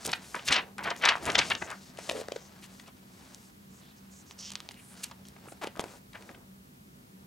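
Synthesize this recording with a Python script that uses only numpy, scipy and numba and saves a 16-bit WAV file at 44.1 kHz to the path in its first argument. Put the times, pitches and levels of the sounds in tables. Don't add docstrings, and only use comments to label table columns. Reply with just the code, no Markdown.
import sys
import numpy as np
from scipy import signal
from scipy.fft import rfft, irfft
from scipy.io import wavfile
from scipy.ndimage import uniform_filter1d
from numba import njit

SR = 44100
rng = np.random.default_rng(int(sys.argv[2]) if len(sys.argv) > 2 else 0)


def level_to_linear(level):
    exponent = np.asarray(level, float) / 20
    return 10 ** exponent


def inscribe(sig):
    pcm = np.round(np.clip(np.atleast_2d(sig).T, -1, 1) * 32767)
    wavfile.write(sys.argv[1], SR, pcm.astype(np.int16))


N = 320166

# [peak t/s, level/dB, length/ms, ring f/Hz]
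CRISP_CRACKS = [(.116, -33, .6, 4500), (.119, -31.5, .72, 5100), (.354, -41, 0.72, 7000),
                (.782, -37.5, 4.2, 1770), (1.5015, -29, 2.5, 4230), (1.9728, -43.5, 2.4, 3820),
                (1.987, -47.5, 26, 1560), (2.2113, -40.5, 3.1, 2900), (2.0925, -33, 1.5, 3000),
                (2.121, -44, 1.5, 7000), (.4785, -28, 5, 2800), (.492, -36, 2, 4800), (.51, -39, 2, 5500),
                (.082, -48, 1.5, 7000), (.094, -43, 1.2, 6000), (.9645, -46, 1.2, 7000),
                (1.714, -46, 3, 6000), (5.521, -52, 3, 4000), (2.7974, -46.5, 4.4, 1960),
                (3.3466, -41.5, 0.89, 5650), (4.3105, -38.5, 0.67, 3670), (4.5045, -38, 1.1, 4900),
                (4.6035, -34.5, 1.34, 3950), (4.7103, -43.6, 1.8, 2130), (4.743, -45.5, .8, 3390),
                (5.7623, -48, 1.1, 2100), (5.7948, -30.5, 1.8, 2120), (5.804, -44, 2.8, 1510),
                (5.84, -39, 2.1, 1900), (6.2232, -52.5, 5, 1860)]
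DULL_CRACKS = [(.093, -36, 12, 2400), (2.2847, -41, 1.5, 4500), (2.285, -38, 1.5, 1600),
               (5.4691, -48, 1, 1100), (5.4847, -44, 2.5, 1300), (1.506, -24, 6, 2050),
               (.1315, -20.5, 4, 2480), (.346, -28, 6.5, 1300), (.3631, -37, 9, 1750),
               (.5116, -27, 53, 1900), (.8078, -39.5, 12, 1200), (.8717, -28.5, 17, 1390),
               (.8889, -40.5, 6.6, 1550), (1.075, -23.5, 44, 1610), (1.0895, -16, 10, 2540),
               (1.015, -38.5, 8, 1900), (1.0537, -18, 3.3, 3900), (1.058, -17, 5, 2100),
               (1.0905, -28, 4.5, 4600), (1.2625, -36, 5, 6500), (1.381, -24.5, 2.2, 4200),
               (1.47, -39.5, 1, 4500), (4.5575, -45, 2.8, 4500), (4.716, -49.5, 4.5, 6500),
               (5.046, -45, 6, 2600), (5.113, -45.5, 2.9, 4000), (5.119, -54, 6.7, 2400),
               (5.253, -50, 2.7, 3600), (5.755, -45, 2.2, 1100), (5.882, -49, 2, 2000),
               (1.1226, -22.5, 1.5, 1860), (1.137, -36.5, 6.5, 1600), (1.2547, -30.5, 1.7, 5600),
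               (1.3195, -33.5, 1.6, 4200), (1.458, -36, 1.8, 1700), (1.551, -27, 2.2, 3200),
               (1.6758, -45.5, 15, 1540), (4.519, -37.5, 4, 4760), (4.555, -26, 0.72, 4300),
               (4.6895, -33, 0.77, 4030), (5.1145, -45, 5, 900), (6.2916, -44, 5.4, 1460),
               (6.3467, -48, 4.3, 1720)]
# [peak t/s, level/dB, length/ms, ring f/Hz]
CRISP_STRAINS = [(.0771, -36, 3.3, 5000), (2.0971, -21.5, 2.06, 3700), (2.1758, -47.5, 41, 3180),
                 (2.643, -48, 29, 3540), (2.8826, -55.5, 32, 2390), (4.3902, -46, 1.6, 5130),
                 (4.41, -48, 4.8, 4900), (5.672, -33.5, 1.5, 2670), (5.775, -47, 2.9, 1390)]
DULL_STRAINS = [(.48, -33, 14, 4500), (.5655, -21.5, 14, 2630), (1.6242, -30.5, 8.1, 1430),
                (1.7192, -39.5, 42, 1310), (5.0415, -29.5, 6.2, 6340)]
# [peak t/s, level/dB, length/ms, ring f/Hz]
CRISP_CRUMPLES = [(.0604, -32, 2.4, 6030), (.0655, -30.5, 1.8, 8100), (.2439, -49, 5.5, 3370),
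                  (1.023, -45.5, 1, 9000), (1.167, -53, 1, 9000), (1.513, -43.5, 0.93, 9000),
                  (5.27, -55, 1, 8530), (5.2855, -47.5, 1.3, 8200), (1.226, -46, 3.3, 1400),
                  (1.2461, -42, 3.7, 1460), (1.704, -39.5, 1.9, 4500), (2.1123, -35.5, 4.3, 2680),
                  (4.5359, -45, 1.05, 4830), (5.457, -57, 1.1, 1580), (5.6444, -35, .51, 1990),
                  (6.134, -48, 2.2, 2710)]
DULL_CRUMPLES = [(.052, -34, 3.7, 6100), (.4872, -21, 3.4, 3400), (.527, -18.5, 7, 3160),
                 (.585, -27, 12.3, 1950), (.3935, -38.5, 3.3, 2000), (.7922, -33.5, 6.1, 1444),
                 (.8285, -38, 2.9, 1034), (.8573, -32.5, 13, 1670), (.905, -31, 4, 3300),
                 (.528, -26, 8, 4300), (2.321, -40, 1.5, 1500), (2.363, -42, 2.5, 1500),
                 (.842, -38, 5, 3200), (.962, -44, 5, 1800), (.544, -26, 4, 3500), (5.676, -44, 1.5, 2800),
                 (5.667, -48, 2, 3300), (.9144, -28, 5.8, 1534), (1.1545, -22, 0.58, 1170),
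                 (1.172, -35.5, 3.4, 1150), (1.026, -34, 4.7, 2615), (5.3655, -50, 2.8, 1290),
                 (1.2827, -29.5, 25, 1500), (1.3022, -26.5, 2.4, 3000), (1.3552, -17.5, 5.2, 2820),
                 (1.4009, -26, 3.8, 2230), (1.4186, -27.5, 11, 2150), (1.433, -38, 2.3, 2160),
                 (1.042, -20.5, 10.6, 1715), (1.39, -15.5, 4.9, 3366), (1.5183, -20, 3.5, 2100),
                 (2.3214, -34.5, 1.7, 3770), (2.361, -43, 1.4, 4600), (2.365, -43, 1.4, 4600),
                 (6.1558, -41.5, 11.2, 1450)]
CRACK_RISE, STRAIN_FALL = 0.36, 0.35
CRISP_EDGE_DB, DULL_EDGE_DB, EDGE_DB_PER_DB = -10.5, -30, -0.15

# [start t/s, end t/s, level/dB, centre f/Hz]
WIPES = [(0, 0.06, -52.5, 5740), (.05, 0.178, -54.5, 8000), (0.2, 0.397, -54.5, 6460),
         (0.448, 0.497, -44, 7500), (0.831, 0.849, -49, 7400), (1.226, 1.247, -50, 7500),
         (1.26, 1.362, -51, 6500), (1.38, 1.5, -45.5, 4870), (1.46, 1.545, -53, 6500),
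         (1.7, 1.93, -59, 5000), (1.98, 2.133, -51, 5470), (2.09, 2.229, -52, 6200),
         (2.605, 2.67, -59, 6800), (2.69, 2.833, -61.5, 6000), (3.065, 3.53, -64.5, 6250),
         (4.95, 5.07, -55, 6100), (5.027, 5.103, -62, 7000), (5.24, 5.305, -63, 4500),
         (5.642, 5.683, -58, 6300), (5.645, 5.69, -54, 2500), (.968, 1.005, -57, 8500),
         (5.787, 5.994, -62, 1420), (5.792, 5.815, -45, 6300), (5.816, 5.994, -60, 6450),
         (6.098, 6.344, -66, 5400)]
# [start t/s, end t/s, level/dB, centre f/Hz]
RUBS = [(1.565, 1.677, -51.5, 6600), (2.1, 2.175, -45, 496), (.85, .93, -41, 850), (1.03, 1.14, -36, 950),
        (.97, .997, -55, 7000), (1.675, 1.75, -46, 1400), (5.648, 5.663, -46, 1100),
        (5.663, 5.682, -48, 900), (2.315, 2.495, -60.5, 6140), (3.686, 3.817, -64.5, 6960),
        (3.78, 3.932, -65, 3650), (3.96, 3.998, -64.5, 6000), (4.098, 4.231, -58, 6900),
        (4.257, 4.335, -58.5, 6050), (4.376, 4.51, -45, 5530), (4.41, 4.513, -50, 3330),
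        (4.755, 4.81, -58.5, 2500), (4.76, 4.963, -59, 9100), (5.47, 5.538, -57, 8800)]
WIPE_WIDTH, RUB_WIDTH = 1.15, .45

# [peak t/s, rise/ms, fall/ms, sheet level/dB, flexing stack level/dB]
BENDS = [(0, 50, 90, -52.5, -71), (.13, 110, 230, -69, -56.5), (.524, 214, 37, -46.5, -67),
         (.628, 47, 33, -58, -45.5), (.854, 41, 87, -65, -45), (1.12, 110, 94, -48, -50),
         (1.27, 60, 110, -53, -43), (1.478, 120, 110, -49, -47), (1.72, 60, 25, -56, -54),
         (1.85, 60, 90, -63, -72), (2.04, 35, 97, -55.5, -57), (2.19, 86, 24, -53, -48),
         (2.36, 110, 110, -57, -58), (2.7, 250, 200, -60, -66), (3.25, 110, 165, -57.5, -62),
         (3.82, 130, 280, -64.5, -84.5), (4.4, 185, 330, -62, -71), (4.6, 44, 71, -66.5, -68),
         (5.01, 145, 66, -56.5, -84), (5.2, 60, 130, -94, -67), (5.44, 190, 340, -61.5, -63),
         (5.805, 10, 25, -66, -39.5), (5.9, 46, 50, -60, -52.5), (6.21, 34, 86, -66, -58),
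         (6.34, 88, 77, -76, -57), (7.2, 320, 300, -75, -70)]
# [f/Hz, width/Hz]
SHEET_MODES = [(850, 700), (1500, 1100), (2500, 1800), (4000, 2500)]
SHEET_MODES_DB = [7, 0, -12, -4.5]
# [t/s, level/dB, length/ms]
AIR_PUSHES = [
    (.09, -45.5, 36),
    (.51, -36.5, 18),
    (.87, -51, 55),
    (1.079, -57, 29),
    (1.27, -36.5, 22),
    (1.39, -38.5, 21),
    (1.512, -47, 40),
    (1.625, -45, 15),
]

# [t/s, slips, first gap/ms, last gap/ms, first level/dB, last level/dB, f/Hz]
RIFFLE = (5.6122, 10, 2.3, 3.6, -38, -28, 740)
# [peak t/s, level/dB, length/ms, ring f/Hz]
KNOCKS = [(0.0874, -40.5, 20, 446), (0.3666, -43, 11, 643), (0.526, -39, 27, 453), (0.5798, -38.5, 16, 600),
          (0.8777, -37.5, 2.1, 423), (1.155, -33, 2.2, 720), (1.285, -39, 44, 433), (1.3552, -30, 3.4, 613),
          (1.3876, -32.5, 15, 593), (1.5037, -45, 6.5, 600), (1.552, -42, 5.9, 570),
          (1.9885, -31.5, 0.71, 603), (2.0956, -30, 3.24, 520), (2.1137, -27, 1.1, 565),
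          (2.2975, -42, 1, 600), (1.628, -39, 7, 420), (2.342, -45, 2.4, 600), (.0888, -34, .6, 800),
          (5.459, -48, .6, 700), (5.655, -42, 2.4, 800), (5.677, -40, 1, 600), (5.1135, -44, 1.5, 1000),
          (2.216, -33, 1.3, 516), (2.2862, -28.5, 0.53, 536), (2.3214, -25, 0.8, 526),
          (2.3635, -30.5, 2.4, 480), (2.884, -54.5, 8.9, 546), (4.6912, -42.5, 0.61, 730),
          (5.4771, -39.5, 0.84, 410), (5.524, -43, 3.22, 437), (5.6452, -33.5, 3.16, 417),
          (5.6731, -29, 0.82, 396), (5.772, -45.5, 4.1, 467), (5.7953, -18.5, 0.17, 520),
          (5.8404, -26, 0.3, 470), (.057, -42, 4.2, 800), (0.076, -36, 2, 500), (4.3112, -45, 0.35, 1010),
          (4.5042, -48, 0.46, 1000), (4.519, -48, 0.54, 1000), (4.537, -49, .5, 900),
          (4.5553, -44, 0.54, 1090), (4.6038, -46, .5, 1110), (4.7105, -44, 0.46, 900), (5.8, -37, 1, 700),
          (5.8055, -39, 0.76, 597), (5.818, -44, 1, 600), (5.859, -44, 1.5, 450)]
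# [t/s, slips, gap/ms, first level/dB, last level/dB, slip length/ms, f/Hz]
CREAK = (2.1215, 8, 11.5, -39, -33.5, 2.4, 505)

# [f/Hz, left lead/rad]
PORT_PHASE = [(30, 0), (340, .55), (900, .9), (2400, .5), (4500, .35), (16000, .4)]
# [f/Hz, left minus right level/dB]
PORT_BALANCE = [(60, -1.4), (400, -1.4), (1300, 1.8), (2400, 2.6), (15000, 1.6)]
# [t/s, extra left minus right level/dB]
HAND_SIDE = [(0, -1), (1.4, 0.5), (1.8, 1.5), (3.3, .5), (4, -4.5), (5.2, -1.5), (5.8, 1.5), (7.26, -1)]
ROOM_T60_S, ROOM_DB, ROOM_HZ = .18, -17, 3500

# [f/Hz, density level/dB per Hz]
FLOOR_MID = [(25, -36.5), (55, -8.5), (100, -7), (250, -10), (400, -16.5), (700, -29.5), (1500, -31),
             (16000, -33)]
FLOOR_SIDE = [(15, -64.5), (25, -35.5), (175, -2), (591, -7), (887, -4), (14000, -27.5), (16000, -44.5)]
FLOOR_MID_DB, FLOOR_SIDE_DB = -58, -61
# [f/Hz, width/Hz, level/dB]
DRONE = [
    (192, 26, -61.5),
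    (246, 22, -68),
    (137, 20, -68),
    (11531, 60, -81),
    (15734, 8, -87),
]
HUM_HZ, HUM_WAVER_HZ, HUM_DB, HUM_SWAY_DB = 194, 6, -62, 4

DUCK_DB, DUCK_RATIO, DUCK_RELEASE_S = -13.5, 2, 0.14
TOP_HZ = 15800


def unit(x):
    return x / np.sqrt(np.mean(x ** 2))


def ring(x, hz, width_hz):
    return signal.lfilter(*signal.iirpeak(min(hz, .45 * SR), max(hz / width_hz, .2), fs=SR), x)


def band(x, lo_hz, hi_hz):
    return signal.sosfilt(signal.butter(2, [lo_hz, hi_hz], "band", fs=SR, output="sos"), x)


def low(x, hz):
    return signal.sosfilt(signal.butter(3, min(hz, 14000), fs=SR, output="sos"), x)


def along(table):
    hz, value = np.transpose(table)
    return np.interp(np.log(np.fft.rfftfreq(N, 1 / SR) + 1), np.log(hz + 1), value)


def walk(rate_hz):
    hold = max(int(SR / rate_hz), 1)
    steps = np.repeat(rng.standard_normal(N // hold + 1), hold)
    return unit(uniform_filter1d(steps, hold)[:N])


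def grains(rate_hz, spread_db):
    chance, size, sign = rng.random(N), rng.exponential(size=N), rng.standard_normal(N)
    return unit((chance < rate_hz / SR) * level_to_linear(spread_db * np.minimum(size, 4)) * sign)


def swell(t_s, rise_ms, fall_ms):
    span_ms = np.where(t_s < 0, max(rise_ms, .1), max(fall_ms, .2))
    return np.exp(-np.abs(t_s) * 1000 / span_ms)


def add(track, start_s, sound):
    i = int(start_s * SR)
    track[..., i:i + sound.shape[-1]] += sound[..., :N - i]


def creases():
    kinds = [(CRISP_CRACKS, CRACK_RISE, 1, CRISP_EDGE_DB), (DULL_CRACKS, CRACK_RISE, 1, DULL_EDGE_DB),
             (CRISP_STRAINS, 1, STRAIN_FALL, CRISP_EDGE_DB), (DULL_STRAINS, 1, STRAIN_FALL, DULL_EDGE_DB),
             (CRISP_CRUMPLES, 1, 1, CRISP_EDGE_DB), (DULL_CRUMPLES, 1, 1, DULL_EDGE_DB)]
    return [(s, db, rise * ms, fall * ms, hz, edge_db + EDGE_DB_PER_DB * (db + 36.5))
            for table, rise, fall, edge_db in kinds for s, db, ms, hz in table]


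def snaps():
    out, t = np.zeros(N), np.arange(-1024, 3072) / SR
    for s, db, rise_ms, fall_ms, hz, edge_db in creases():
        noise, flicker, drift = rng.standard_normal((3, len(t)))
        lumps_db = 2.3 * unit(uniform_filter1d(drift, size=70))
        volley = noise * level_to_linear(1.8 * flicker + lumps_db)
        clean = np.clip(1.6 - (rise_ms + fall_ms) / 2.2, 0, 1)
        volley = (1 - .6 * clean) * volley + (t == 0) * 9 * clean
        shape = swell(t, rise_ms * (1 - .7 * clean), fall_ms)
        shape = shape ** (1 - .3 * np.log(np.where(t < 0, shape, 1) + 1e-9))
        body = ring(volley * shape, hz, (1.96 - 1.3 * clean) * hz)
        body = low(ring(body, hz, min(3.0 * hz, SR / 4)), 1.68 * hz)
        edge = band(volley * shape ** 1.8, 3800, 12000)
        edge = low(ring(edge, 5500, 5000), 12000)
        energy = level_to_linear(db + 0.5) * np.sqrt(np.sum(shape ** 2) + 30)
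        crack = unit(body) + level_to_linear(edge_db + 3.5) * unit(edge)
        add(out, s + t[0], energy * crack / np.sqrt(len(t)))
    return out


def slides():
    out = np.zeros(N)
    rub = grains(14000, 1.6) * level_to_linear(1.1 * walk(70))
    strokes = [(*row, WIPE_WIDTH * row[-1]) for row in WIPES]
    strokes += [(*row, RUB_WIDTH * row[-1]) for row in RUBS]
    for start_s, end_s, db, hz, width_hz in strokes:
        part = rub[int(start_s * SR):int(end_s * SR)]
        u = np.linspace(0, 1, len(part))
        shape = np.minimum(u / .2, .7 + .5 * u) * np.minimum((1 - u) / .12, 1)
        hiss = ring(ring(part, hz, width_hz), hz, width_hz)
        add(out, start_s, level_to_linear(db) * shape * unit(low(hiss, hz + width_hz)))
    return out


def rustle():
    t = np.arange(N) / SR
    bends = np.array([swell(t - s, rise_ms, fall_ms) for s, rise_ms, fall_ms, _, _ in BENDS])
    sheet_gain, flex_gain = level_to_linear(np.array(BENDS)[:, -2:].T) @ bends
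    jerk = walk(45)
    buckles = grains(5000, 2.3)
    sheet = sum(level_to_linear(db) * ring(buckles, *mode) for mode, db in zip(SHEET_MODES, SHEET_MODES_DB))
    sheet = unit(low(sheet, 9000))
    flex = unit(band(buckles, 120.0, 870))
    gusts = sum(level_to_linear(db) * swell(t - s, ms, ms) for s, db, ms in AIR_PUSHES)
    air = unit(band(rng.standard_normal(N), 57, 260))
    flicker_db = 1.5 * jerk + 1.6 * walk(130)
    return sheet * sheet_gain * level_to_linear(flicker_db) + flex * flex_gain * level_to_linear(2.2 * jerk) + air * gusts


def riffle():
    start_s, slips, first_ms, last_ms, first_db, last_db, hz = RIFFLE
    slips = int(round(slips))
    times_s = start_s + np.cumsum(np.linspace(first_ms, last_ms, slips)) / 1000
    slip_db = np.linspace(first_db, last_db, slips) + 1.5 * rng.standard_normal(slips)
    kicks = np.zeros(N)
    kicks[(times_s * SR).astype(int)] = -level_to_linear(slip_db)
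    return level_to_linear(29) * ring(kicks, hz, .7 * hz) + level_to_linear(5) * low(kicks, 3600)


def knocks():
    out, t = np.zeros(N), np.arange(-1024, 3072) / SR
    start_s, slips, gap_ms, first_db, last_db, slip_ms, creak_hz = CREAK
    slips_db = np.linspace(first_db, last_db, int(slips))
    creak = [(start_s + k * gap_ms / 1000, db, slip_ms, creak_hz) for k, db in enumerate(slips_db)]
    for s, db, length_ms, hz in KNOCKS + creak:
        rumble = unit(band(rng.standard_normal(len(t)), 0.34 * hz, 2.08 * hz))
        loose = np.clip((length_ms - 2.6) / 1.0, 0, 1)
        tone = (1 - loose) * np.sin(2 * np.pi * hz * t) + 1.07 * loose * rumble
        shape = swell(t, 0.78 * length_ms + 0.092, 0.7 * length_ms + .5)
        add(out, s + t[0], level_to_linear(db + 5.5) * shape * tone)
    return out


def ports(x):
    half = level_to_linear(along(PORT_BALANCE) / 2) * np.exp(.5j * along(PORT_PHASE))
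    lean_db = np.interp(np.arange(N) / SR, *np.transpose(HAND_SIDE)) / 2
    return irfft(rfft(x) * np.array([half, 1 / half]), N) * level_to_linear(np.array([lean_db, -lean_db]))


def room(x):
    t = np.arange(SR // 2) / SR
    tail = rng.standard_normal((2, len(t))) * level_to_linear(-60 * t / ROOM_T60_S) * (t > .003)
    tail[1] = .6 * tail[0] + .8 * tail[1]
    tail = low(band(tail, ROOM_HZ / 6, ROOM_HZ), 2 * ROOM_HZ)
    tail = tail / np.sqrt(np.sum(tail ** 2) / 2)
    return level_to_linear(ROOM_DB) * signal.fftconvolve(x, tail, axes=1)[:, :N]


def shaped_noise(spectrum):
    return unit(irfft(rfft(rng.standard_normal(N)) * level_to_linear(along(spectrum)), N))


def floor():
    mid, side = shaped_noise(FLOOR_MID), shaped_noise(FLOOR_SIDE)
    drone = sum(level_to_linear(db) * unit(ring(ring(rng.standard_normal(N), hz, width_hz), hz, width_hz))
                for hz, width_hz, db in DRONE)
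    turning_rad = 2 * np.pi * np.cumsum(HUM_HZ + HUM_WAVER_HZ * walk(9)) / SR
    hum = level_to_linear(HUM_DB + HUM_SWAY_DB * walk(7)) * np.sqrt(2) * np.sin(turning_rad)
    return level_to_linear(FLOOR_MID_DB) * mid + drone + hum + level_to_linear(FLOOR_SIDE_DB) * side * np.array([[1], [-1]])


def scene():
    paper = (snaps() + slides() + rustle() + riffle() + knocks())[None]
    return ports(paper) + room(paper) + floor()


@njit
def follow(x, attack, release):
    y, level = np.empty(len(x)), 0.
    for i in range(len(x)):
        level += (x[i] - level) * (attack if x[i] > level else release)
        y[i] = level
    return y


def band_limit(x):
    return signal.sosfilt(signal.butter(12, 16550, fs=SR, output="sos"), x)


def record(dry):
    envelope = follow(np.abs(dry).max(axis=0), 0.0079, 1 / (DUCK_RELEASE_S * SR))
    over = np.minimum(level_to_linear(DUCK_DB) / (envelope + 1e-9), 1)
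    gain = over ** (1 - 1 / max(DUCK_RATIO, 1))
    top_cut = signal.ellip(8, .3, 45, TOP_HZ, fs=SR, output="sos")
    mix = signal.sosfilt(top_cut, dry * gain)
    return band_limit(mix)


dry = scene()
out = record(dry)
inscribe(out)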